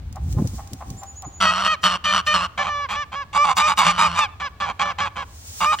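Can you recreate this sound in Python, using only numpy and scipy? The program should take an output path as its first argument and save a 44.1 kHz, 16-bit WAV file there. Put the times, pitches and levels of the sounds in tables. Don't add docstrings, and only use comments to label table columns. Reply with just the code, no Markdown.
import sys
import numpy as np
from scipy import signal
from scipy.fft import rfft, irfft
from scipy.io import wavfile
from scipy.ndimage import uniform_filter1d, map_coordinates

SR = 44100
rng = np.random.default_rng(int(sys.argv[2]) if len(sys.argv) > 2 else 0)


def wrap_up_sound(samples):
    columns = np.atleast_2d(samples).T
    tamed = np.clip(columns, -1, 1)
    steps = np.round(tamed * 32767).astype(np.int16)
    wavfile.write(sys.argv[1], SR, steps)


N = 255780
TIME = np.arange(N) / SR
FREQS = np.fft.rfftfreq(N, 1 / SR)


def undb(db):
    return 10 ** (np.asarray(db) / 20)


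def unit(x):
    return x / np.sqrt(np.mean(x ** 2))


def across(points):
    hz, value = np.transpose(points)
    return np.interp(np.log(FREQS + 1), np.log(hz), value)


def gate(start, end, edge):
    return np.clip(np.minimum(TIME - start, end - TIME) / edge + .5, 0, 1)


def swell(centre, length):
    return np.exp(-2 * np.minimum(((TIME - centre) / length) ** 2, 20))


def swells(rows):
    return sum(undb(db) * swell(centre, length) for centre, length, db in rows)


def walk(rate):
    knots = rng.standard_normal(N // 10)
    path = np.interp(TIME * rate, np.arange(len(knots)), knots)
    return unit(uniform_filter1d(path, int(SR / rate / 2) + 1))


def filtered(x, response):
    return irfft(rfft(x) * response, N)


def noise(colour):
    return unit(filtered(rng.standard_normal(N), undb(across(colour))))


def resonances(modes):
    s = 1j * FREQS
    return sum(undb(db) * (s * width / (hz ** 2 + s * s + s * width)) ** 2 for hz, width, db in modes)


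# multiple of the pitch, relative level in dB.
GRUFF_PARTIALS = [(1, -13), (2, 4), (3, -1), (4, 0), (5, -1.5), (6, -15.5), (7, -9.5), (8, -23.5), (9, -26),
                  (10, -19), (11, -29), (12, -23)]
LOUD_PARTIALS = [(1, -20), (2, -1), (3, -25), (4, -15), (5, -27.5), (6, -32), (7, -37.5), (8, -34.5),
                 (9, -30.5), (10, -31), (11, -62), (12, -40), (13, -38)]
SOFT_PARTIALS = [(1, -21), (2, -4), (3, -10.5), (4, -14.5), (5, -18.5), (6, -21), (7, -27.5), (8, -34),
                 (9, -28.5), (10, -28.5), (11, -40.5), (12, -35.5)]
# frequency in Hz, width in Hz, relative level in dB.
GRUFF_RESONANCES = [(177.5, 52, -11), (728, 67, -12), (1220, 710, 0), (1830, 1200, -17), (2884, 470, -0.5),
                    (4366, 183, -6), (5610, 340, -11), (8200, 2800, -21.5)]
LOUD_RESONANCES = [(185, 61, -16), (881.4, 98, 1), (1082, 314, 3), (2242, 171, -8), (2823, 203, -10),
                   (3630, 363, -14), (4750, 167, -17), (6683, 6600, -27)]
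SOFT_RESONANCES = [(172, 113, -10), (835, 87.5, 7), (1072, 495, 3.5), (1696, 133.3, -15.5), (2333, 340, -3),
                   (3180, 264, -5), (4140, 460, -14.5), (5970, 2120, -23)]
# frequency in Hz, left minus right in dB.
PORT_LEVELS = [(200, -.5), (400, -3), (700, -6.5), (1000, -6.5), (1300, -0.5), (2400, 1.5), (4400, 1.2),
               (8000, 0)]
# frequency in Hz, how far the left port leads in radians.
PORT_LEADS = [(100, 0), (500, -0.65), (860, -0.94), (1120, 0.78), (2200, 0.91), (2500, 0.78), (3250, 0.62),
              (3900, 1.4), (4800, -1.6), (5700, -0.89), (10000, -2.46)]


def geese(top_hz=8900, echo_db=-27, echo_s=0.1):
    gruff = goose("gruff", GRUFF_RESONANCES, GRUFF_PARTIALS, rate_hz=180, slide=.03, jitter=0.036,
                  flutter_hz=590, flutter=1.2, chest=0.08)
    growl = goose("growl", GRUFF_RESONANCES, GRUFF_PARTIALS, rate_hz=168, slide=.08, jitter=0.025,
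                  flutter_hz=575, flutter=.8, chest=0.36)
    loud = goose("loud", LOUD_RESONANCES, LOUD_PARTIALS, rate_hz=160, slide=.22, jitter=.085,
                 flutter_hz=266, flutter=1.3, chest=0.034)
    soft = goose("soft", SOFT_RESONANCES, SOFT_PARTIALS, rate_hz=176, slide=.1, jitter=.12,
                 flutter_hz=520, flutter=1.1, chest=0.04)
    voices = gruff + growl + loud + soft + squeal()
    softer_top = 0.21 + 0.83 / (1 + (FREQS / top_hz) ** 10)
    flock = filtered(voices, softer_top) + onset_hiss()
    lean = undb(across(PORT_LEVELS) / 2) * np.exp(.5j * across(PORT_LEADS))
    ports = np.array([lean, 1 / lean]) / np.maximum(abs(lean + 1 / lean) / 2, .7)
    dull_flock = filtered(flock, undb(echo_db) / (1 + (FREQS / 3500) ** 2))
    echo = np.interp(TIME - echo_s, TIME, dull_flock, left=0)
    scatter = trees(flock, wet_db=-19.5, t60=0.57, dull_hz=3500, delay_s=0.024)
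    return filtered(flock, ports) + echo + scatter


def goose(name, throat, orders, rate_hz, slide, jitter, flutter_hz, flutter, chest):
    gain, bright_db, pitch, tension, clear = effort(name)
    waver = 1 + (.003 + .016 * (1 - clear)) * walk(260) + .003 * walk(30)
    tone = partials(pitch * waver, orders)
    taut = 1 + slide * tension
    slaps = rasp(rate_hz * taut, jitter, flutter_hz * taut * pitch / MIDDLE_HZ, flutter, chest)
    stretch = 1 + .025 * walk(18)
    hoarse = map_coordinates(filtered(slaps, resonances(throat)), [np.cumsum(stretch)], mode="mirror")
    voice = np.sqrt(clear) * tone + np.sqrt(1 - clear) * unit(hoarse)
    low = filtered(voice, 1 / (1 + (FREQS / 1550) ** 16))
    body, blare = (v / np.sqrt(uniform_filter1d(v * v, size=800) + 1e-9) for v in (low, voice - low))
    return gain * (body + undb(bright_db) * blare)


MIDDLE_HZ = 590
ATTACK_S, ATTACK_DB = .017, 8.5
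RELEASE_S, RELEASE_DB = .024, 16
SAG_S, SAG_DULL_DB = .022, 1.3
ONSET_BRIGHT_DB = 3.5
DROOP_S, DROOP_HZ = .034, 90
FLIP_S = .016
SLACK_S = .07
# voice, start in seconds, length in seconds, level in dB, brightness (upper against
# lower sound) in dB, push in seconds, sag in dB, seconds until the tone, tone length in seconds,
# pitch in Hz, glide over the tone in Hz, clear share from 0 (rasp only) to 1.
HONK_ROWS = [ ("gruff", 1.403, .261, -17.8, -3.3, .108, 6.5, .054, .056, 640, 0, .75),
             ("gruff", 1.644, .112, -19, -2, .034, 2, .032, .085, 626, -4, .9),
             ("gruff", 1.831, .143, -16.5, -1, .05, 8, 0, 0, 600, 0, 0),
             ("gruff", 2.041, .12, -23, 1, .085, 1, .017, .065, 600, -12, .87),
             ("gruff", 2.118, .098, -20, -2.5, .065, 2.5, 0, 0, 600, 0, 0),
             ("gruff", 2.265, .105, -21, 2, .028, 1.5, .006, .064, 608, -12, .95),
             ("gruff", 2.328, .145, -17.5, -3.5, .045, 7, 0, 0, 600, 0, 0),
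             ("soft", 2.576, .075, -23, -2, .052, 4, .017, .038, 581, 0, .84),
             ("soft", 2.638, .232, -26, -6.5, .09, .7, .057, .18, 579, -21, .99),
             ("soft", 2.888, .157, -28, -2, .05, 0, .073, .095, 591, 35, .98),
             ("soft", 3.119, .122, -30.5, -6, .04, -1.3, .037, .095, 567, 20, .98),
             ("loud", 3.329, .034, -30, -4, .03, 0, 0, 0, 590, 0, 0),
             ("loud", 3.347, .123, -16.5, -10, .04, -1.2, .026, .078, 584, 27, .99),
             ("loud", 3.455, .081, -21.5, -9, .03, -5, 0, 0, 600, 0, 0),
             ("loud", 3.567, .14, -17, -4, .045, 1.5, .052, .059, 607, 20, .94),
             ("loud", 3.672, .07, -18, -6, .03, 1, 0, 0, 600, 0, 0),
             ("loud", 3.774, .082, -15, -4.5, .048, 4, 0, 0, 590, 0, 0),
             ("loud", 3.845, .082, -17.5, -2, .04, 1, .002, .085, 607, 28, .5),
             ("loud", 3.979, .108, -16, -6, .06, 1, .041, .07, 611, -7, .62),
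             ("loud", 4.15, .04, -24, -5, .03, 0, 0, 0, 600, 0, 0),
             ("loud", 4.174, .086, -15.5, -6, .032, 7, 0, .082, 602, -31, .6),
             ("soft", 4.398, .089, -30, -2, .025, -1.5, .024, .07, 572, -20, .94),
             ("soft", 4.601, .083, -23.5, -5.5, .047, 4.5, .023, .037, 574, -16, .71),
             ("soft", 4.672, .054, -25.5, -7, .04, 0, 0, 0, 580, 0, 0),
             ("soft", 4.793, .137, -19.5, -4.5, .042, 6.5, .036, .105, 580, -20, .68),
             ("soft", 4.983, .107, -23, -4, .055, 3, .029, .044, 564, -16, .7),
             ("soft", 5.157, .087, -29.5, -5, .05, 1, .028, .065, 559, -10, .74),
             ("loud", 5.604, .154, -18.3, -8, .05, 0, .053, .069, 608, 36, .99),
             ("growl", 3.835, .335, -23, -4, .07, 7.5, 0, 0, 600, 0, 0),
             ("gruff", 5.786, .1, -39, 11, .05, 0, 0, 0, 600, 0, 0), ]


def effort(voice):
    tracks = gain, bright, pitch, tension, clear = np.zeros((5, N))
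    pitch[:] = MIDDLE_HZ
    for name, start, length, db, bright_db, push, sag_db, after, held, hz, glide_hz, share in HONK_ROWS:
        if name != voice:
            continue
        span = np.flatnonzero((TIME >= start) & (TIME < start + length))
        t = TIME[span] - start
        opening = np.clip(1 - t / ATTACK_S, 0, 1)
        closing, droop = (np.clip(1 - (length - t) / s, 0, 1) ** 2 for s in (RELEASE_S, DROOP_S))
        sag = np.clip((t - push) / SAG_S + .5, 0, 1)
        locked = np.clip(np.minimum(t - after, after + held - t) / FLIP_S + .5, 0, 1)
        level = undb(db - ATTACK_DB * opening - sag_db * sag - RELEASE_DB * closing)
        glide = glide_hz * np.interp(t, [after, after + held], [-.5, .5])
        controls = np.array([level,
                             bright_db + ONSET_BRIGHT_DB * opening - SAG_DULL_DB * sag,
                             hz + glide - DROOP_HZ * droop,
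                             np.exp(-t / SLACK_S),
                             locked * share])
        stronger = level > gain[span]
        tracks[:, span[stronger]] = controls[:, stronger]
    gain, bright, pitch, tension, clear = uniform_filter1d(tracks, size=80)
    return gain, bright, pitch, tension, np.clip(clear, 0, .998)


def partials(pitch, orders):
    phase = 2 * np.pi * np.cumsum(pitch) / SR
    shimmer_db = 2.2
    tone = np.zeros(N)
    for k, db in orders:
        level = undb(db + shimmer_db * walk(35))
        tone += level * np.sin(k * phase + rng.uniform(0, 2 * np.pi))
    return unit(tone)


def rasp(rate_hz, jitter, flutter_hz, flutter, chest):
    scatter_db, puff, turbulence = 2.2, .7, .28
    cycles = np.cumsum(rate_hz * np.exp(jitter * walk(150) + .02 * walk(12))) / SR
    count = cycles.astype(int)
    size = undb(scatter_db * rng.standard_normal(N // 10))[count]
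    opening = size * np.exp(-(cycles - count) / puff)
    slaps = size * np.diff(count, prepend=0)
    wobble = .025 * walk(400) + .035 * walk(45)
    flutter_count = (np.cumsum(flutter_hz * np.exp(wobble)) / SR).astype(int)
    flaps = np.diff(flutter_count, prepend=0) * opening
    breath = filtered(opening * rng.standard_normal(N), FREQS / (FREQS + 1200))
    hum = np.cos(2 * np.pi * cycles)
    return unit(slaps) + flutter * unit(flaps) + turbulence * unit(breath) + chest * hum


# multiple of the pitch, relative level in dB.
SQUEAL_PARTIALS = [(1, -2), (2, -5), (3, 0), (4, -3), (5, -14), (6, -18), (7, -21)]


def squeal(start=4.208, length=.07, top_hz=898, fall_hz=190, level_db=-19.5, peak_s=.026, width_s=.033):
    pitch = top_hz - fall_hz * np.clip((TIME - start) / length, 0, 1) ** 2
    tone = partials(pitch * (1 + .006 * walk(250)), SQUEAL_PARTIALS)
    return tone * undb(level_db) * swell(start + peak_s, width_s) * gate(start, start + length, .005)


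# middle in seconds, spread in seconds, level in dB.
ONSET_HISS_ROWS = [(1.42, .02, -43), (1.845, .025, -35), (2.275, .018, -37), (2.917, .022, -42),
                   (3.578, .018, -26), (3.79, .02, -26)]
# frequency in Hz, relative level in dB per Hz.
ONSET_HISS_SPECTRUM = [(2500, -25), (4500, -2), (5800, 0), (8000, -6), (11000, -14), (15000, -9)]


def onset_hiss():
    cycles = np.cumsum(180 + 15 * walk(100)) / SR
    chop = unit(np.exp(-2 * (cycles % 1)))
    return swells(ONSET_HISS_ROWS) * chop * noise(ONSET_HISS_SPECTRUM)


def trees(x, wet_db, t60, dull_hz, delay_s):
    tail = undb(-60 * TIME / t60) * np.minimum(TIME / delay_s, 1)
    tail = tail / np.sqrt(np.sum(tail ** 2))
    dull = filtered(x, 1 / (1 + (FREQS / dull_hz) ** 2))
    ears = [signal.fftconvolve(dull, tail * rng.standard_normal(N))[:N] for _ in range(2)]
    return undb(wet_db) * np.array(ears)


# middle of the call in seconds, level in dB.
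FAR_CALL_ROWS = [(0.171, -36), (.39, -36), (0.6, -34.5), (.82, -34), (1.036, -34), (1.244, -34)]
# start in seconds, rough length in seconds, top pitch in Hz, level in dB.
PEEP_ROWS = [(.968, 0.058, 7170, -39), (1.062, 0.066, 6950, -37), (1.155, 0.064, 6860, -35),
             (1.244, 0.052, 6930, -36), (1.324, 0.077, 6850, -39.5)]


def far_birds(crow_hz=775, crow_db=-53):
    throat = resonances([(790, 210, 5), (1030, 190, 2), (1750, 420, -17)])
    hoarse = unit(filtered(rasp(190, jitter=0.07, flutter_hz=300.6, flutter=0.34, chest=0), throat))
    calls = hoarse * sum(undb(db) * swell(t, .021) for t, db in FAR_CALL_ROWS)
    crow = np.sin(2 * np.pi * np.cumsum(crow_hz + 5 * walk(59.7)) / SR)
    birds = calls + undb(crow_db) * gate(0.7, 1.17, .1) * crow
    for start, length, top_hz, db in PEEP_ROWS:
        slide_hz = 900 * np.exp(-np.maximum(TIME - start, 0) / 0.0054)
        pitch = top_hz - slide_hz + 25 * walk(150)
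        shape = swell(start + length / 2, length * 0.58) * gate(start, start + 2 * length, .004)
        birds = birds + undb(db) * shape * np.sin(2 * np.pi * np.cumsum(pitch) / SR)
    return birds + trees(birds, wet_db=-7, t60=1.0, dull_hz=9000, delay_s=0.0094)


# middle in seconds, spread in seconds, level in dB.
GUST_ROWS = [(.12, .4, -33), (.295, .085, -23), (.47, .23, -30), (.915, .055, -32)]
# middle in seconds, spread in seconds, level in dB.
BUMP_ROWS = [(0.37, .038, -27), (0.395, 0.025, -19), (0.422, 0.012, -16.5), (0.455, 0.02, -18.5),
             (0.54, 0.016, -31.5), (0.734, 0.035, -32.5), (0.922, 0.083, -36), (1.275, 0.016, -33.5)]
# frequency in Hz, relative level in dB per Hz.
WIND_SPECTRUM = [(25, -26), (60, 5), (100, -4), (170, -14.5), (300, -27), (800, -65.5)]


def wind(side_db=-21):
    # (Hz, relative dB per Hz)
    thud = [(30, -23), (90, -2.5), (140, -3.5), (230, -8.5), (420, -21), (900, -41), (3000, -63)]
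    mid, side = (noise(WIND_SPECTRUM) * swells(GUST_ROWS) + noise(thud) * swells(BUMP_ROWS) for _ in range(2))
    return mid + undb(side_db) * np.array([side, -side])


# time in seconds, relative level in dB.
CRACKLE_ROWS = [(0.1266, -35), (0.1583, -36.5), (0.3262, -31), (0.4735, -28.5), (0.674, -37), (0.7331, -25),
                (0.903, -30.5), (1.0337, -31), (1.2218, -31.5)]
# middle in seconds, spread in seconds, relative level in dB.
HISS_SWELL_ROWS = [(.46, .24, -43.5), (.92, .26, -50), (5.59, .32, -36.5)]
# frequency in Hz, relative level in dB per Hz.
HISS_SPECTRUM = [(800, -17.5), (2500, -15), (4500, -9.5), (6500, -4.5), (9000, -8.5), (12000, -23),
                 (15000, -9)]


def leaves_and_hiss(ring_s=0.0028, side_db=4, rest_db=-65.5):
    snaps = sum(undb(db) * (TIME >= t) * np.exp(-abs(TIME - t) / ring_s) for t, db in CRACKLE_ROWS)
    level = snaps + (undb(rest_db) + swells(HISS_SWELL_ROWS)) * undb(2.2 * walk(25))
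    mid, side = noise(HISS_SPECTRUM), undb(side_db) * noise(HISS_SPECTRUM)
    return level * np.array([mid + side, mid - side]) / 2


# frequency in Hz, relative level in dB per Hz.
AIR_SPECTRUM = [(20, -12), (50, 2.5), (82, 13.5), (130, -4), (400, -16), (750, -16.5), (1150, -21.5),
                (2000, -25), (4000, -29), (8000, -42), (11000, -47), (15000, -40)]


def air(level_db=-43, side_share=0.1):
    mid = noise(AIR_SPECTRUM) * undb(.6 * walk(5))
    side = filtered(noise(AIR_SPECTRUM), np.clip(side_share + FREQS / 2500, 0, 1))
    return undb(level_db) * np.array([mid + side, mid - side])


def scene():
    return geese() + far_birds() + wind() + leaves_and_hiss() + air()


def record(dry):
    top_hz = 16000
    rounded = dry / (1 + (dry / .9) ** 4) ** .25
    return signal.sosfilt(signal.ellip(8, .2, 70, top_hz, fs=SR, output="sos"), rounded)


dry = scene()
out = record(dry)
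wrap_up_sound(out)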